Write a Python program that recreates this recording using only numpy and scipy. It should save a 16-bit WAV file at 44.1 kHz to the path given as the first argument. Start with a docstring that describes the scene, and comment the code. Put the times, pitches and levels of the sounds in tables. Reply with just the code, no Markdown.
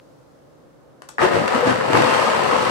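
"""A blender chopping in a kitchen

Over ventilation murmur come two plastic clicks, the second a close pair; then the drive knocks in and blades chop.
Chopping, spray and gulps are filtered random impulses with short rattles; the jar's resonances ring along.
Trapped air rings as gliding sines, hard chunks knock and crack, and motor tones grow. Clumps growl one by one,
then the mash circulates and the sound evens out. A short room tail surrounds most of the sources."""
import sys
import numpy as np
from scipy import signal
from scipy.fft import rfft, irfft
from scipy.io import wavfile
from scipy.ndimage import uniform_filter1d

SR = 44100
rng = np.random.default_rng(int(sys.argv[2]) if len(sys.argv) > 2 else 0)


def put_to_file(sound):
    """Save the sound as 16-bit audio at rate SR, in the file named by the first command-line argument."""
    columns = np.atleast_2d(sound).T  # one column per channel
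    safe = np.clip(columns, -1, 1)
    whole_steps = np.round(safe * 32767)
    wavfile.write(sys.argv[1], SR, whole_steps.astype(np.int16))


N = 119070
T = np.arange(N) / SR  # time [s]
START_S = 1.183  # the drive takes up its slack
THIN_S = 2  # the mash begins to thin
RATTLE_S = 0.0039  # amplitude decay time of the rattle after a blow
EAR_LAG_S = 0.001053  # the right microphone hears direct blows later
WET_DB = -5.5  # usual level of the kitchen's tail

# Spectral shape of a hard blow on the drive: (frequency [Hz], relative level [dB])
KNOCK_SHAPE = [(250, -20), (800, -0.5), (1700, 2.5), (2400, -12.5), (3200, -28), (16000, -47)]
# Spectral shape of spray and cracks: (frequency [Hz], relative density [dB per Hz])
SPRAY_SHAPE = [(400, -39.5), (1500, -1), (2800, 0.5), (3500, -6), (4700, -8.5), (7000, -16), (10800, -21.5),
               (16000, -39.5)]


def amp(db):
    """Logarithmic level: decibels become an amplitude gain."""
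    return 10 ** (np.asarray(db) / 20)


def unit(x):
    """Normalisation by mean power: scales to rms 1."""
    return x / np.sqrt(np.mean(x ** 2) + 1e-20)


def read(points, hz):
    """Linear interpolation of a table on a log-frequency axis."""
    f, value = np.transpose(points)
    return np.interp(np.log(hz + 1), np.log(f + 1), value)


def conv(x, h):
    """Linear superposition: convolves along time, cut to the scene's length."""
    return signal.fftconvolve(np.atleast_2d(x), np.atleast_2d(h), axes=1)[:, :N]


def colour(x, shape, size=4096):
    """Minimum-phase filtering: the log gain's Hilbert transform gives the phase; impulse energy is 1."""
    hz = abs(np.fft.fftfreq(size, 1 / SR))
    log_gain = np.log(amp(shape(hz)))
    response = np.exp(np.conj(signal.hilbert(log_gain)))
    h = np.fft.ifft(response).real
    return conv(x, h / np.linalg.norm(h))


def tinted(x, points):
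    """Source-filter principle: shapes x by the spectrum in a table."""
    return colour(x, lambda hz: read(points, hz))


def resonate(x, hz, width):
    """A damped second-order resonance with peak gain 1."""
    b, a = signal.iirpeak(hz, hz / width, fs=SR)
    return signal.lfilter(b, a, x)


def steadied(x, size=1500):
    """Short-time power normalisation: removes slow level drift and keeps the grain."""
    power = (x ** 2).mean(0)
    local_power = abs(uniform_filter1d(power, size))
    return x / np.sqrt(local_power + 1e-4 * np.mean(x ** 2))


def grains(per_s, spread_db):
    """Shot noise: impulses at random times, of random sign and uneven size."""
    hits = rng.random(N) < per_s / SR
    signs = rng.choice([-1, 1], N)
    return hits * signs * amp(spread_db * np.minimum(rng.exponential(1, N), 4))


def scatter(x, direct, decay_s=RATTLE_S):
    """Direct and diffuse sound: a spike, later and weaker on the right, plus a decaying noise rattle."""
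    r = np.exp(-2 / (decay_s * SR))  # power decays twice as fast as amplitude
    power = signal.lfilter([1 - r], [1, -r], x ** 2 + 1e-20)
    rattle = np.sqrt(power) * rng.standard_normal((2, N))
    spike = direct * np.array([[1], [.7]])
    left_right = np.array([x, np.roll(x, round(EAR_LAG_S * SR))])
    return (rattle + spike * left_right) / np.sqrt(1 + spike ** 2)


def impulses(rows):
    """Ideal impulsive excitation: one impulse for each (time [s], level [dB]) row."""
    x = np.zeros(N)
    for s, db in rows:
        x[round(s * SR)] += amp(db)
    return x


def room(x, wet_db=WET_DB):
    """Diffuse reverberation: noise tails whose bands each decay at their own speed."""
    # Reverberation time of the kitchen: (frequency [Hz], T60 [s])
    room_t60 = [(400, 0.21), (5000, 0.37), (16000, 0.07)]
    hz, t, z = signal.stft(rng.standard_normal((2, 2, SR // 2)), SR, nperseg=256)
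    decay = amp(-60 * t / read(room_t60, hz)[:, None])
    onset = np.minimum(t / 0.0083, 1)
    tails = signal.istft(z * decay * onset, SR, nperseg=256)[1]
    turn = 2 * np.pi * T  # two tails take turns so that the room does not stand still
    wet = conv(x * np.cos(turn), tails[0]) + conv(x * np.sin(turn), tails[1])
    return x + amp(wet_db) * wet / np.linalg.norm(tails[0, 0])


def jar(x):
    """Forced vibration: jar and base ring along with whatever shakes them."""
    # Resonances of jar and base: (frequency [Hz], width [Hz], gain [dB])
    jar_modes = [(231, 21, 3.5), (506, 84, 6), (889, 16, 2.5), (1014, 70, -6.5), (1246, 64, -4.5),
                 (2700, 140, -13), (4400, 350, -12), (8020, 690, -0.5)]
    return x + sum(amp(db) * resonate(x, hz, width) for hz, width, db in jar_modes)


def level(column):
    """Addition of powers: one part's steady bed plus a swell for each clump (1 gulps, 2 chopping, 3 spray)."""
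    # Steady bed of the churn: (time [s], gulp gain [dB], chopping gain [dB], spray gain [dB])
    churn = [(1.185, -68, -48, -57), (1.23, -47, -23.5, -41.5), (1.87, -33, -24, -38),
             (2.09, -35, -19, -29), (2.4, -34.5, -20.5, -32.5), (2.7, -32.5, -21.5, -32.5)]
    # Clumps drawn into the blades, each a short growl:
    # (peak time [s], fall time [s], gulp gain [dB], chopping gain [dB], spray gain [dB])
    clumps = [(1.233, 0.04, -28, -16.5, -31), (1.355, 0.049, -24.5, -21.5, -35),
              (1.55, 0.049, -35.5, -20.5, -36), (1.68, 0.041, -23.5, -18, -32),
              (1.962, 0.07, -23, -19, -34), (2.535, 0.033, -37, -20.5, -42)]
    rise_share, roundness = 0.49, 1.51  # rise as a share of the fall; 1 = pointed, 2 = round
    rows = np.array(churn)
    power = amp(np.interp(T, rows[:, 0], rows[:, column])) ** 2
    for s, fall_s, *parts_db in clumps:
        age = np.where(T < s, (s - T) / (rise_share * fall_s), (T - s) / fall_s)
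        power = power + amp(parts_db[column - 1]) ** 2 * np.exp(-age ** roundness)
    return np.sqrt(power) * np.clip((T - START_S) / 0.0027, 0, 1)


def background():
    """Stationary broadband noise: ventilation murmur, partly common to both sides, and a fading hiss."""
    # Spectral shape of the kitchen murmur: (frequency [Hz], relative density [dB per Hz])
    air_shape = [(50, -10.5), (90, -11.5), (145, -0.5), (200, -10.5), (290, -2.5), (400, -9), (530, -1),
                 (700, -12), (1240, -17), (2400, -31), (15500, -46.5)]
    air_db = -50
    hiss_hz, hiss_db, hiss_fade_db_per_s = 4600, -61.5, 7
    air = tinted(rng.standard_normal((2, N)) + 0.34 * rng.standard_normal(N), air_shape)
    hiss = resonate(rng.standard_normal((2, N)), hiss_hz, hiss_hz)
    return amp(air_db) * unit(air) + amp(hiss_db - hiss_fade_db_per_s * T) * hiss


def clicks():
    """Impact and modal ringing: hard plastic snaps, and the parts buzz briefly afterwards."""
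    # Plastic snaps: (time [s], impulse level [dB], treble tilt [dB per octave], ring gain [dB])
    snaps = [(1.0201, -13.5, -1.7, -19), (1.0886, -14.5, 2, -1.5), (1.0909, -13, -1, -14)]
    # Spectral shape of a snap before its tilt: (frequency [Hz], relative level [dB])
    snap_shape = [(150, -22), (600, -5), (880, 1.5), (1550, -2.5), (2150, -12), (4400, -10), (10300, -15),
                  (16000, -37)]
    # Modes of the plastic parts: (frequency [Hz], relative gain [dB])
    plastic_modes = [(1010, 9), (1470, 2), (2380, -2), (3470, -2), (4400, -10), (6700, -3), (8000, 5)]
    q = 42  # each mode's frequency over its width
    buzz_t60_s = 0.096  # decay of the noise that excites the modes
    buzz = rng.standard_normal(SR // 3) * amp(-60 * T[:SR // 3] / buzz_t60_s)
    ring = sum(amp(db) * resonate(buzz, hz, hz / q) for hz, db in plastic_modes)
    out = 0
    for s, db, tilt_db, ring_db in snaps:
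        x = scatter(impulses([(s, db)]), decay_s=0.0026, direct=0.59)
        out = out + colour(x, lambda hz: read(snap_shape, hz) + tilt_db * np.log2(hz + 1))
        out = out + amp(ring_db) * conv(x, ring / np.linalg.norm(ring))
    return room(out)


def knock():
    """Impact excitation: the drive coupling snaps tight."""
    x = scatter(impulses([(START_S, 4.5)]), decay_s=0.0035, direct=1.1)
    return room(tinted(x, KNOCK_SHAPE), wet_db=1)


def chopping():
    """Random impacts on a resonator: blades meet pieces, shreds patter, and the tone rises as the mash thins."""
    # Spectral shape of the blows: (frequency [Hz], relative density [dB per Hz])
    chop_shape = [(60, -40.5), (270, -11), (400, -2.5), (740, -3), (1400, -6), (1950, -9), (2600, -19.5),
                  (8000, -37), (16000, -50)]
    blows = unit(grains(per_s=300, spread_db=1.5))
    patter = unit(grains(per_s=1500, spread_db=-0.5))  # shreds on the wall between the blows
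    x = jar(tinted(scatter(blows + amp(-4.0) * patter, direct=1.12), chop_shape))
    thin = np.clip((T - THIN_S) / 0.044, 0, 1)
    x = x + thin * amp(-4.0) * resonate(x, 1043, width=560)
    return amp(1.5) * level(2) * steadied(room(x), size=1800)


def gulps():
    """Cavity collapse as shot noise: air pockets close around the blades with short low booms."""
    # Spectral shape of the booms: (frequency [Hz], relative density [dB per Hz])
    gulp_shape = [(62, -25.5), (115, -4), (200, -6), (350, -9), (800, -29), (3000, -83)]
    x = tinted(scatter(grains(per_s=160, spread_db=1.5), direct=1.93), gulp_shape)
    return level(1) * steadied(room(x))


def spray():
    """Dense shot noise: fine drops and cut fibres crackle against the jar."""
    x = jar(tinted(scatter(grains(per_s=3500, spread_db=4.0), direct=0.43), SPRAY_SHAPE))
    return amp(3.5) * level(3) * steadied(room(x))


def bubbles():
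    """Damped bubble oscillation: trapped air rings at random pitches, a gurgle that fades as the mash thins."""
    per_s, low_hz, high_hz = 70, 232.7, 887
    decay_cycles = 3.36
    t, out = T[:SR // 12], np.zeros((2, N + SR))
    for when, size, pitch, glide, phase in rng.random((round(per_s * N / SR), 5)):
        hz = low_hz * (high_hz / low_hz) ** pitch
        turns = hz * t * (1 + (glide - .5) * t / .06)  # pitch glides up or down
        ring = size * (1 - np.exp(-turns)) * np.exp(-turns / decay_cycles)
        # the right side has its own phase
        out[:, int(when * N):][:, :len(t)] += ring * np.sin(2 * np.pi * (turns + [[0], [phase - .5]]))
    fade_db = -7 * np.clip((T - THIN_S) / 0.067, 0, 1)
    loudness = np.sqrt(level(1) * level(2))  # midway between gulps and chopping
    return amp(fade_db - 2.0) * loudness * steadied(room(out[:, :N]), size=4000)


def motor():
    """Frequency-modulated tones: they waver together and grow as the load eases."""
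    # Motor tones once it runs freely: (frequency [Hz], rms level [dB])
    hum = [(226, -41), (1292, -37)]
    drift = uniform_filter1d(rng.standard_normal(N), 3000)
    waver = unit(uniform_filter1d(drift, 1500))
    turns = np.cumsum(1 + 0.0072 * waver) / SR
    tones = sum(amp(db) * np.sin(2 * np.pi * (hz * turns + rng.random())) for hz, db in hum)
    return np.sqrt(2) * tones * np.clip((T - START_S) / 1.17, 0, 1)


def chunks():
    """Impact excitation: hard pieces knock on the drive and ring the jar; some crack sharply."""
    # Hard pieces hit by a blade: (time [s], thump impulse [dB], crack impulse [dB])
    pieces = [(1.201, 0.5, -26), (1.222, 0, -18), (1.479, -3, -1), (1.809, 3.5, -26), (1.932, 5, 0),
              (1.951, 9.5, -21), (1.972, 7.5, 1.5), (2.021, 6.5, 0), (2.145, 3, -4)]
    thumps = scatter(impulses([(s, db) for s, db, _ in pieces]), decay_s=0.0041, direct=0.13)
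    cracks = scatter(impulses([(s, db) for s, _, db in pieces]), direct=0.49)
    return room(jar(tinted(thumps, KNOCK_SHAPE)) + tinted(cracks, SPRAY_SHAPE))


def glugs():
    """Air-pocket resonance: each rings once, rising slightly in pitch; the higher, the shorter."""
    # Big air pockets, smaller and higher once the mash thins:
    # (time of peak [s], pitch at peak [Hz], peak level before the room [dB])
    pockets = [(1.239, 365, -13.5), (1.558, 264, -24.5), (1.637, 490, -15), (1.992, 319.7, -18.5),
               (2.07, 1130, -16.5), (2.152, 497, -17), (2.219, 1203, -17), (2.27, 1210, -15.5),
               (2.352, 988, -14.5), (2.528, 1052, -13), (2.671, 1076, -17.5)]
    swell_cycles = 4.7  # cycles they take to swell and to fade
    out = 0
    for s, hz, db in pockets:
        age = (T - s) * hz / swell_cycles
        turns = np.cumsum(hz * (1 + .06 * np.tanh(age))) / SR + rng.random()
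        out = out + amp(db) * np.exp(-age ** 2) * np.sin(2 * np.pi * turns)
    return room(out, wet_db=-8)


def squeak():
    """Narrow-band noise under a Gaussian envelope: one tiny, very high squeak."""
    peak_s, hz, width_hz = 1.608, 14500, 1500
    once = resonate(rng.standard_normal(N), hz, width_hz)
    tone = unit(resonate(once, hz, width_hz))
    return amp(-49) * np.exp(-((T - peak_s) / 0.0028) ** 2) * tone


def scene():
    """Superposition with interaural level differences: the blender stands left of the middle."""
    # Balance of the blender: (frequency [Hz], left minus right [dB])
    balance = [(80, 6), (500, 5.5), (780, 4), (1200, 5.5), (1800, 1.5), (2750, -4.5), (4200, 3),
               (12000, 3.5)]
    blender = knock() + chopping() + gulps() + spray() + bubbles() + motor() + chunks() + glugs() + squeak()
    lean_db = read(balance, np.fft.rfftfreq(N, 1 / SR)) / 2
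    blender = irfft(rfft(blender) * amp([lean_db, -lean_db]), N)
    return background() + clicks() * amp([[1.5], [-1.5]]) + blender


def record(dry):
    """Band-limited transduction: microphone low cut, full-scale limit, then the upper band limit."""
    x = signal.lfilter(*signal.butter(4, 48, "highpass", fs=SR), dry)
    band_limit = signal.firwin(511, 15850, window=("kaiser", 9), fs=SR)  # cutoff in Hz
    return signal.oaconvolve(np.clip(x, -1, 1), band_limit[None], "same")


dry = scene()
out = record(dry)
put_to_file(out)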